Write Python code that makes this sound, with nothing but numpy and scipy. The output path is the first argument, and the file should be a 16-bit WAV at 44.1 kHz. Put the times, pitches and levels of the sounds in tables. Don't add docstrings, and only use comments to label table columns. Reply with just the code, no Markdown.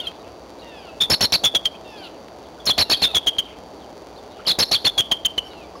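import sys
import numpy as np
from scipy import signal
from scipy.fft import rfft, irfft, next_fast_len
from scipy.io import wavfile
from scipy.ndimage import uniform_filter1d, map_coordinates

SR = 44100
rng = np.random.default_rng(int(sys.argv[2]) if len(sys.argv) > 2 else 0)


def attenuation_scalar(level_db):
    decades = np.asarray(level_db, float) / 20
    return 10 ** decades


def persist_wave(psi):
    counts = np.round(np.clip(psi, -1, 1) * 32767).astype(np.int16)
    wavfile.write(sys.argv[1], SR, np.atleast_2d(counts).T)


N = 255780
MAINS_HZ, CAMERA_HZ, STREAM_HZ = 60, 16000, 22050

# freq_hz, density_db_per_hz
VALLEY_SPECTRUM = [(24, -34), (40, -13), (65, -5.5), (138, -13), (175, -11), (280, -4.5), (430, -4.5),
                   (650, -4), (860, -8), (1150, -15.5), (1800, -27.5), (4250, -28), (4750, -24),
                   (5100, -39.5), (6100, -26.5), (7900, -61)]
VALLEY_DB = -38.5
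# freq_hz, gain_db
BUZZ_COLOUR = [(40, -16), (60, -4), (120, 9), (420, 14), (1000, 6.5), (3000, -5.5), (4500, 1), (6000, 2),
               (7500, 0)]
# first_s, period_s, level_db
LINE_TICK = (.1175, 1.0834, -8)
# freq_hz, gain_db
TICK_COLOUR = [(200, -10), (1200, 1), (4400, -4.5), (5400, -14)]

# start_s, fall_s, start_hz, end_hz, level_db
JAY_CALLS = [
    (-.015, .088, 757, 639, -46.5),
    (.62, 0.28, 944, 658, -51),
    (1.845, 0.23, 923, 671, -49.5),
    (2.85, 0.26, 932.5, 633, -48),
    (5.43, 0.12, 778, 703, -54),
    (5.535, .118, 700, 578, -54.5),
]
JAY_HARMONICS = [2, 5, 0, 1.5, -13, 1]
# freq_hz, gain_db
JAY_THROAT = [(300, -30), (600, -7), (900, -6), (1500, -13), (2250, -15), (2550, -1), (3100, 0), (3700, -6),
              (4000, -13), (4900, -4), (5500, -18), (7000, -40)]
JAY_ATTACK_S, JAY_TAIL_S, JAY_BEND, JAY_SWELL_DB = 0.059, 0.049, 1.7, 5

# start_s, length_s, start_hz, level_db
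DYING_PIPES = [(.001, 0.0098, 3240, -16.5), (.0693, 0.018, 3240, -16.5), (1.028, 0.0056, 3630, -10),
               (1.0336, 0.0077, 3570, -9), (1.0415, 0.0033, 3600, -10), (1.055, 0.0078, 3480, -20),
               (1.0455, 0.0082, 3510, -20), (1.474, 0.01, 3400, -12), (1.485, 0.011, 3466, -17),
               (1.5635, 0.012, 3360, -8), (1.573, 0.0055, 3240, -12.5), (1.6542, 0.021, 3225, -8),
               (2.717, 0.0061, 3280, -10.5), (2.724, 0.011, 3270, -28), (2.9365, 0.0059, 3300, -7.5),
               (2.9444, 0.0046, 3320, -7), (2.9525, 0.009, 3230, -15), (3.058, 0.0046, 3530, -9),
               (3.064, 0.022, 3580, -19), (4.524, 0.0073, 3860, -17), (3.1786, 0.0083, 3340, -9),
               (3.289, 0.0076, 3235, -9.5), (3.396, 0.012, 3177, -13), (4.766, 0.0074, 3240, -14.5),
               (4.882, 0.0047, 3490, -6.5), (4.888, 0.0054, 3420, -13), (4.8959, 0.0055, 3500, -13),
               (5.006, 0.0035, 3285, -0.5), (5.014, 0.013, 3150, -18.5), (5.131, 0.015, 3130, -16.5),
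               (5.2645, 0.0073, 3115, -9.5), (5.393, 0.012, 2950, -24)]
# start_s, length_s, start_hz, level_db
HELD_PIPES = [(1.003, .004, 3530, -20), (1.0065, 0.009, 3586, -9.5), (1.0175, 0.0074, 3530, -7.5),
              (1.4402, 0.0096, 3470, -9.5), (1.452, 0.018, 3516, -7.5), (1.549, 0.012, 3405, -8.5),
              (2.7025, 0.012, 3467, -9), (3.147, 0.014, 3430, -11.5), (3.1645, 0.0096, 3360, -8),
              (3.27, 0.016, 3230, -7.5), (3.3845, 0.0091, 3200, -9), (4.5065, 0.0087, 3496, -11.5),
              (4.8655, 0.015, 3475, -8), (4.9786, 0.023, 3346, -10), (5.1139, 0.014, 3244, -9),
              (5.251, .011, 3185, -8.5), (5.3795, 0.011, 3080, -11.5)]
HELD_SAG_HZ_PER_S, HELD_SWELL_DB = 4300, 0
DYING_SAG_HZ_PER_S, DYING_FADE_DB = 4700, 11
# start_s, length_s, level_db
THROAT_CLICKS = [(1.097, 0.0079, -15.5), (1.206, 0.0041, -16), (1.321, 0.01, -23.5), (1.433, 0.0062, -21.5),
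                 (1.539, 0.0072, -22), (2.777, 0.0068, -15.5), (2.895, 0.0043, -18.5), (3.019, 0.0047, -21),
                 (3.137, 0.0066, -25), (3.261, 0.0038, -23), (4.584, 0.0032, -21), (4.712, 0.0058, -15.5),
                 (4.842, 0.0047, -22), (4.969, 0.0064, -25.5), (5.105, 0.0079, -28)]
# start_s, start_hz, level_db
VOICE_CRACKS = [(1.0993, 7390, -4), (1.209, 7200, -7), (1.2204, 6930, -9), (1.322, 6770, -9.5),
                (1.336, 6500, -16), (1.438, 4430, -33), (1.547, 4140, -13), (1.653, 4000, -19.5),
                (2.662, 6930, -20), (2.7801, 6850, -6), (2.7935, 6600, -3), (2.8975, 6690, -12),
                (3.018, 5000, -25), (3.145, 4330, -12), (3.268, 4000, -11), (3.382, 4000, -25),
                (4.589, 7050, -2.5), (4.7133, 6015, -12), (4.843, 5240, -17.5), (4.978, 4170, -14),
                (5.113, 4160, -22), (5.247, 3900, -19.5), (5.378, 4020, -26)]
CRACK_S, CRACK_REST_HZ, CRACK_LEFT = 0.0053, 3300, 0.36
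# start_s, length_s, middle_hz, end_hz, level_db
HIGH_ARCHES = [(1.1065, 0.012, 5383, 5050, -9), (1.121, 0.011, 5470, 5150, -8),
               (1.2325, .01, 5494, 5330, -7.5), (2.655, .007, 6700, 7000, -28),
               (2.666, 0.0047, 5280, 5300, -18.5), (2.795, .003, 5300, 5250, -15),
               (2.8065, 0.0072, 5440, 5400, -11), (2.9005, .003, 5260, 5300, -16),
               (2.913, 0.0059, 5400, 5300, -17), (3.019, .003, 5300, 5300, -25),
               (4.482, 0.004, 5150, 5150, -14.5), (4.594, .004, 5390, 5420, -11),
               (4.61, 0.01, 5346, 5320, -9.5), (4.7285, 0.0027, 5310, 5470, -13.5)]
# start_s, length_s, middle_hz, end_hz, level_db
MIDDLE_ARCHES = [(1.115, 0.0073, 4330, 4500, -10.5), (1.1325, .016, 4396, 4050, -8.5),
                 (1.212, 0.007, 4380, 4250, -8), (1.2275, 0.0053, 4300, 4500, -9),
                 (1.2433, 0.015, 4420, 4070, -7.5), (1.328, 0.0082, 4300, 4650, -3.5),
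                 (1.342, .017, 4540, 4000, -5.5), (2.672, 0.015, 4360, 3920, -11),
                 (2.6896, .014, 4320, 3940, -10), (2.786, 0.0068, 4410, 4270, -11),
                 (2.7985, 0.0078, 4430, 4650, -14), (2.8123, 0.017, 4340, 3910, -8.5),
                 (2.902, .011, 4380, 4540, -11.5), (2.9207, .0145, 4540, 3820, -5.5),
                 (3.0235, .017, 4355, 3900, -9.5), (4.474, 0.0067, 4130, 4450, -13.5),
                 (4.491, 0.0084, 4420, 4230, -9), (4.596, 0.0027, 4110, 4460, -11.5),
                 (4.605, 0.0055, 4320, 4500, -12), (4.6232, .016, 4315, 4000, -10),
                 (4.7183, 0.0099, 4340, 4430, -6), (4.735, 0.015, 4580, 3900, -7),
                 (4.851, 0.018, 4360, 3920, -8)]
MIDDLE_FOOT_HZ, HIGH_FOOT_HZ, ARCH_DB = 4000, 5150, 6
SCOOP_HZ, SCOOP_S, QUICK_S = 400, .0012, .0125
# start_s, length_s, start_hz, end_hz, level_db
REGISTER_SLIDES = [(1.223, 0.0046, 5540, 5200, -2), (1.3377, 0.0053, 5650, 5150, -3),
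                   (2.918, 0.0041, 4040, 3600, -1), (3.038, 0.01, 3374, 3790, 2.5),
                   (3.0472, 0.0079, 3760, 3334, -0.5), (4.4667, 0.0059, 5170, 4340, -13.5),
                   (4.486, 0.0047, 4080, 3520, -10), (4.5006, 0.0069, 4310, 3600, -6),
                   (4.512, .011, 4410, 3725, -6.5), (4.598, 0.0056, 6350, 6200, -9),
                   (4.6028, 0.0027, 5560, 4900, -5), (4.729, 0.0046, 4220, 3734, -7.5),
                   (4.75, 0.0078, 3240, 3515, -5.5), (4.759, 0.0054, 3480, 3300, -7)]

# freq_hz, t60_s
WOODS_T60 = [(1000, 0.43), (3000, 1), (6000, 0.33)]
# start_s, length_s, start_hz, end_hz, level_db
BIRD_CHIPS = [(.008, 0.0075, 3500, 3600, -28.5), (0.036, 0.02, 3500, 3370, -32.5),
              (0.058, 0.0082, 4150, 4000, -30.5), (0.202, .014, 3880, 3800, -48),
              (0.589, 0.016, 3750, 4400, -43), (0.608, 0.013, 4380, 3700, -45),
              (0.618, 0.012, 3860, 3800, -45), (0.626, .01, 3550, 3200, -52),
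              (.636, 0.031, 2050, 1960, -51), (0.643, 0.013, 3360, 3600, -50), (.67, .01, 3600, 3450, -52),
              (1.752, 0.0089, 3090, 3140, -40), (1.739, 0.016, 2370, 2600, -42),
              (2.597, 0.011, 3450, 3380, -37), (2.613, .012, 3440, 3270, -45),
              (2.452, .016, 3200, 3350, -52), (2.578, 0.014, 1400, 1440, -44),
              (3.816, 0.035, 3350, 2940, -49.5), (4.158, 0.02, 3780, 4420, -44),
              (4.309, .014, 3730, 3690, -48), (4.35, .014, 2950, 2850, -52),
              (4.176, 0.019, 3680, 3500, -45), (4.389, 0.016, 1320, 1330, -37.5),
              (4.454, 0.011, 3170, 3150, -28.5), (5.446, .045, 5500, 5580, -47),
              (5.506, 0.018, 3950, 3820, -43), (5.751, 0.0071, 1120, 1170, -33),
              (5.756, 0.027, 5260, 5100, -47)]
# start_s, length_s, start_hz, end_hz, level_db
FAR_FLOCK = [(0.124, .04, 3400, 3320, -50), (.23, .05, 2850, 2800, -49), (1.87, 0.067, 5600, 5300, -50),
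             (1.966, 0.03, 4250, 4430, -40.5), (2.025, 0.019, 4400, 4140, -37),
             (2.036, 0.034, 3800, 3350, -37.5), (2.426, 0.054, 4200, 3200, -51),
             (3.426, 0.11, 3620, 2500, -45.5), (3.786, 0.0296, 3900, 3590, -49),
             (4.227, 0.028, 3800, 3310, -53), (4.296, 0.046, 3850, 3300, -49),
             (4.358, 0.061, 3300, 2480, -47.5)]

# start_s, length_s, overload_db, brightness_db
OVERLOADS = [(1.012, 0.01, -28, -3), (1.1002, 0.044, -23.5, -10), (1.2078, 0.046, -24.5, -6),
             (1.323, 0.036, -27.5, -6), (1.4377, 0.023, -24, 1.5), (1.549, 0.012, -23.5, -1),
             (1.651, 0.012, -38.5, 8), (2.667, 0.014, -25, -8), (2.689, 0.012, -23.5, -11),
             (2.779, 0.045, -22.5, -15), (2.899, 0.036, -24.5, -5.5), (3.018, 0.037, -25.5, -6.5),
             (3.148, 0.023, -26, 1), (3.265, 0.022, -33, 1), (3.384, 0.016, -43.5, 7),
             (4.472, 0.047, -30.5, -6), (4.587, 0.048, -24.5, -13), (4.713, 0.038, -28, -4),
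             (4.848, 0.029, -24, -9), (4.978, 0.031, -28, 3), (5.1173, 0.01, -24.5, 2.5),
             (5.255, 0.0088, -42, 17.5), (5.378, 0.0088, -34, -2)]
# freq_hz, density_db_per_hz
HASH_SPECTRUM = [(900, -12), (1200, -3.5), (2500, -0.5), (4000, 5), (5500, -4.5), (6500, -17)]
# freq_hz, density_db_per_hz
THUMP_SPECTRUM = [(20, -44), (60, 9), (200, 4.5), (600, 5), (1100, 0.5), (1500, -12.5)]
# freq_hz, density_db_per_hz
SIZZLE_SPECTRUM = [(5000, -23), (5800, -2.5), (6600, 9), (7400, 2), (7900, -22)]
THUMP_DB = -4.5


def unit(x):
    return x / np.sqrt(np.mean(x ** 2) + 1e-20)


def along(points, hz):
    f, v = np.transpose(points)
    return np.interp(np.log(hz + 1), np.log(f + 1), v)


def coloured(x, spectrum, rate_hz=SR):
    m = next_fast_len(len(x) + 8192)
    gain = attenuation_scalar(along(spectrum, np.fft.rfftfreq(m, 1 / rate_hz)))
    return irfft(rfft(x, m) * gain, m)[:len(x)]


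def wobble(rate_hz):
    knots = rng.standard_normal(int(N * rate_hz / SR) + 4)
    return map_coordinates(knots, [np.arange(N) * rate_hz / SR])


def whistle(rows, edge_s, jitter_hz, scoop_hz=0):
    out = np.zeros(N + SR)
    shake_hz = jitter_hz * np.pad(wobble(600), (0, SR))
    for s, length, start, middle, end, db0, db1 in rows:
        i = round(s * SR)
        t = np.arange(round((length + edge_s) * SR)) / SR
        u = t / length
        hz = start + (4 * middle - 3 * start - end) * u + 2 * (start + end - 2 * middle) * u * u
        hz = hz - scoop_hz * np.exp(-t / SCOOP_S) + shake_hz[i:i + len(t)]
        fade = np.sin(np.pi / 2 * np.clip(np.minimum(t, t[-1] - t) / edge_s, 0, 1))
        phase = 2 * np.pi * (np.cumsum(hz) / SR + rng.random())
        out[i:i + len(t)] += attenuation_scalar(db0 + (db1 - db0) * u ** 1.23) * fade * np.sin(phase)
    return out[:N]


def straight(rows):
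    return [(s, d, a, (a + b) / 2, b, db, db) for s, d, a, b, db in rows]


def valley():
    z = signal.stft(rng.standard_normal(N), nperseg=512)[2]
    field = uniform_filter1d(rng.standard_normal(z.shape), 6, 0)
    field = uniform_filter1d(field, 10, 1)
    noise = signal.istft(z * attenuation_scalar(0.19 * unit(field)), nperseg=512)[1][:N]
    return attenuation_scalar(VALLEY_DB) * unit(coloured(noise, VALLEY_SPECTRUM))


def mains():
    t, spikes, ticks = np.arange(N) / SR, np.zeros(N), np.zeros(N)
    count = np.arange(int(2 * MAINS_HZ * N / SR))
    when = np.round((.0041 + count / (2 * MAINS_HZ)) * SR).astype(int)
    spikes[np.minimum(when, N - 1)] = (-1.) ** count * attenuation_scalar(2.2 * rng.standard_normal(len(count)))
    first_s, period_s, tick_db = LINE_TICK
    ticks[np.round(np.arange(first_s, N / SR, period_s) * SR).astype(int)] = attenuation_scalar(tick_db)
    hum = attenuation_scalar(-55.5) * np.sin(2 * np.pi * MAINS_HZ * t)
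    whine = attenuation_scalar(-53 + 1.2 * wobble(40)) * np.sin(2 * np.pi * 77 * MAINS_HZ * t)
    return hum + attenuation_scalar(-22.0) * coloured(spikes, BUZZ_COLOUR) + whine + coloured(ticks, TICK_COLOUR)


def jay():
    t, out = np.arange(N) / SR, np.zeros(N)
    breath = .42 * unit(coloured(rng.standard_normal(N), JAY_THROAT))
    for s, fall, start, end, call_db in JAY_CALLS:
        live = (t >= s) & (t < s + fall + JAY_TAIL_S)
        age_s = t[live] - s
        u = np.clip(age_s / fall, 0, 1)
        envelope_db = np.interp(age_s, [0, JAY_ATTACK_S, fall, fall + JAY_TAIL_S], [-3, -1.5, -3.0, -32])
        level_db = call_db + JAY_SWELL_DB * u + envelope_db
        hz = (start - (start - end) * u ** JAY_BEND) * (1 + .009 * wobble(100)[live])
        phase = 2 * np.pi * np.cumsum(hz) / SR
        stack = np.zeros(len(hz))
        for k, db in enumerate(JAY_HARMONICS, 1):
            throat_db = along(JAY_THROAT, k * hz * (930 / start) ** .3)
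            stack += attenuation_scalar(db + throat_db + 2.4 * wobble(45)[live]) * np.sin(k * phase)
        out[live] += attenuation_scalar(level_db + 5.5) * (stack + breath[live])
    return out


def pipes(rows, sag_hz_per_s, change_db):
    def push(db):
        return db + 2.0 + 0.66 * max(db + 14.0, 0)
    return [(s, d, hz, hz - sag_hz_per_s * d / 2, hz - sag_hz_per_s * d, push(db), push(db + change_db))
            for s, d, hz, db in rows]


def crack_strokes():
    def drop(hz, left):
        return CRACK_REST_HZ + left * (hz - CRACK_REST_HZ)
    return [(s, CRACK_S, hz, drop(hz, (1 + CRACK_LEFT) / 2), drop(hz, CRACK_LEFT), db, db)
            for s, hz, db in VOICE_CRACKS]


def arches(rows, foot_hz):
    return [(s, d, foot_hz, middle, end, db + ARCH_DB, db + ARCH_DB) for s, d, middle, end, db in rows]


def eagle():
    piped = pipes(DYING_PIPES, DYING_SAG_HZ_PER_S, -DYING_FADE_DB)
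    piped += pipes(HELD_PIPES, HELD_SAG_HZ_PER_S, HELD_SWELL_DB)
    gulps = [(s, d, 750, 700, 620, db, db) for s, d, db in THROAT_CLICKS]
    quick = arches([row for row in MIDDLE_ARCHES if row[1] < QUICK_S], MIDDLE_FOOT_HZ)
    slow = arches([row for row in MIDDLE_ARCHES if row[1] >= QUICK_S], MIDDLE_FOOT_HZ)
    high = arches(HIGH_ARCHES, HIGH_FOOT_HZ) + straight(REGISTER_SLIDES)
    arcs = whistle(quick, edge_s=0.0011, jitter_hz=87, scoop_hz=SCOOP_HZ)
    arcs += whistle(slow + high, edge_s=0.001, jitter_hz=67.4)
    flutter = attenuation_scalar(3 * wobble(600))
    rough = attenuation_scalar(9 * wobble(1500) - 5) * whistle(crack_strokes(), edge_s=.0012, jitter_hz=450)
    steady = whistle(piped, edge_s=0.0026, jitter_hz=56.5)
    return flutter * arcs + steady + rough + whistle(gulps, edge_s=0.0039, jitter_hz=154)


def branches(x):
    t = np.arange(SR // 20) / SR
    tail = rng.standard_normal(len(t)) * attenuation_scalar(-60 * t / 0.076)
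    return signal.fftconvolve(x, tail / np.linalg.norm(tail))[:N]


def woods(x):
    out, size = np.zeros(N + SR), 5000
    for i in range(0, N, size):
        hz, t, z = signal.stft(rng.standard_normal(SR // 2), SR, nperseg=256)
        clump_db = 11 * uniform_filter1d(rng.standard_normal(len(t)), size=5)
        clump_db -= 15 * np.clip((t - .105) / .03, 0, 1)
        decay = attenuation_scalar(-60 * t / along(WOODS_T60, hz)[:, None])
        tail = signal.istft(z * attenuation_scalar(clump_db) * decay, SR, nperseg=256)[1]
        echo = signal.fftconvolve(x[i:i + size], tail / np.linalg.norm(tail))
        out[i:i + len(echo)] += echo
    return out[:N]


def small_birds():
    chips = whistle(straight(BIRD_CHIPS), edge_s=.006, jitter_hz=95)
    return chips + whistle(straight(FAR_FLOCK), edge_s=0.018, jitter_hz=454)


def scene():
    far = jay() + small_birds()
    call = eagle()
    near = call + attenuation_scalar(-13.5) * branches(call)
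    echoed = attenuation_scalar(-24.3) * call + attenuation_scalar(-10) * far
    return (near + far + woods(echoed) + valley() + mains())[None]


def clipped(x, top, hard):
    return x / (1 + np.abs(x / top) ** hard) ** (1 / hard)


def overload(size):
    t, out = np.arange(size) / CAMERA_HZ, np.zeros(size)
    for k, spectrum in enumerate((HASH_SPECTRUM, THUMP_SPECTRUM, SIZZLE_SPECTRUM)):
        gate = np.zeros(size)
        for s, d, db, bright_db in OVERLOADS:
            band_db = db + (0, THUMP_DB, bright_db)[k]
            ramp = np.minimum((t - s) / 0.0009 + 1, (s + d - t) / 0.0035 + 1)
            gate += attenuation_scalar(band_db) * np.clip(ramp, 0, 1)
        bursts = attenuation_scalar(24 * uniform_filter1d(rng.standard_normal(size), size=24))
        crackle = rng.standard_normal(size) * bursts
        out += attenuation_scalar(3.5) * gate * unit(coloured(crackle, spectrum, CAMERA_HZ))
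    return out


def restep(x, from_hz, to_hz, size):
    return np.interp(np.arange(size) / to_hz, np.arange(len(x)) / from_hz, x)


def low_pass(x):
    return signal.sosfilt(signal.butter(12, 17140, fs=SR, output="sos"), x)


def record(dry):
    x = signal.resample_poly(dry[0], 160, 441)
    x = clipped(x, top=np.where(x > 0, .45, .29), hard=3.4) + overload(len(x))
    step = uniform_filter1d(np.abs(x), size=96)
    x = x + attenuation_scalar(-16) * step * rng.standard_normal(len(x))
    x = clipped(x, top=.6, hard=5)
    x = coloured(x, [(20, -29), (50, -3.0), (7000, -0.5), (7500, -0.5), (7800, -4.5), (8000, -5.5)], CAMERA_HZ)
    x = restep(x, CAMERA_HZ, STREAM_HZ, N // 2 + 1)
    x = restep(x, STREAM_HZ, SR, N)
    x = coloured(x, [(8000, -0.38), (12000, 0.01), (15000, -0.5)])
    x = coloured(x, [(15780, 0), (15950, -36)])
    return low_pass(x[None])


dry = scene()
out = record(dry)
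persist_wave(out)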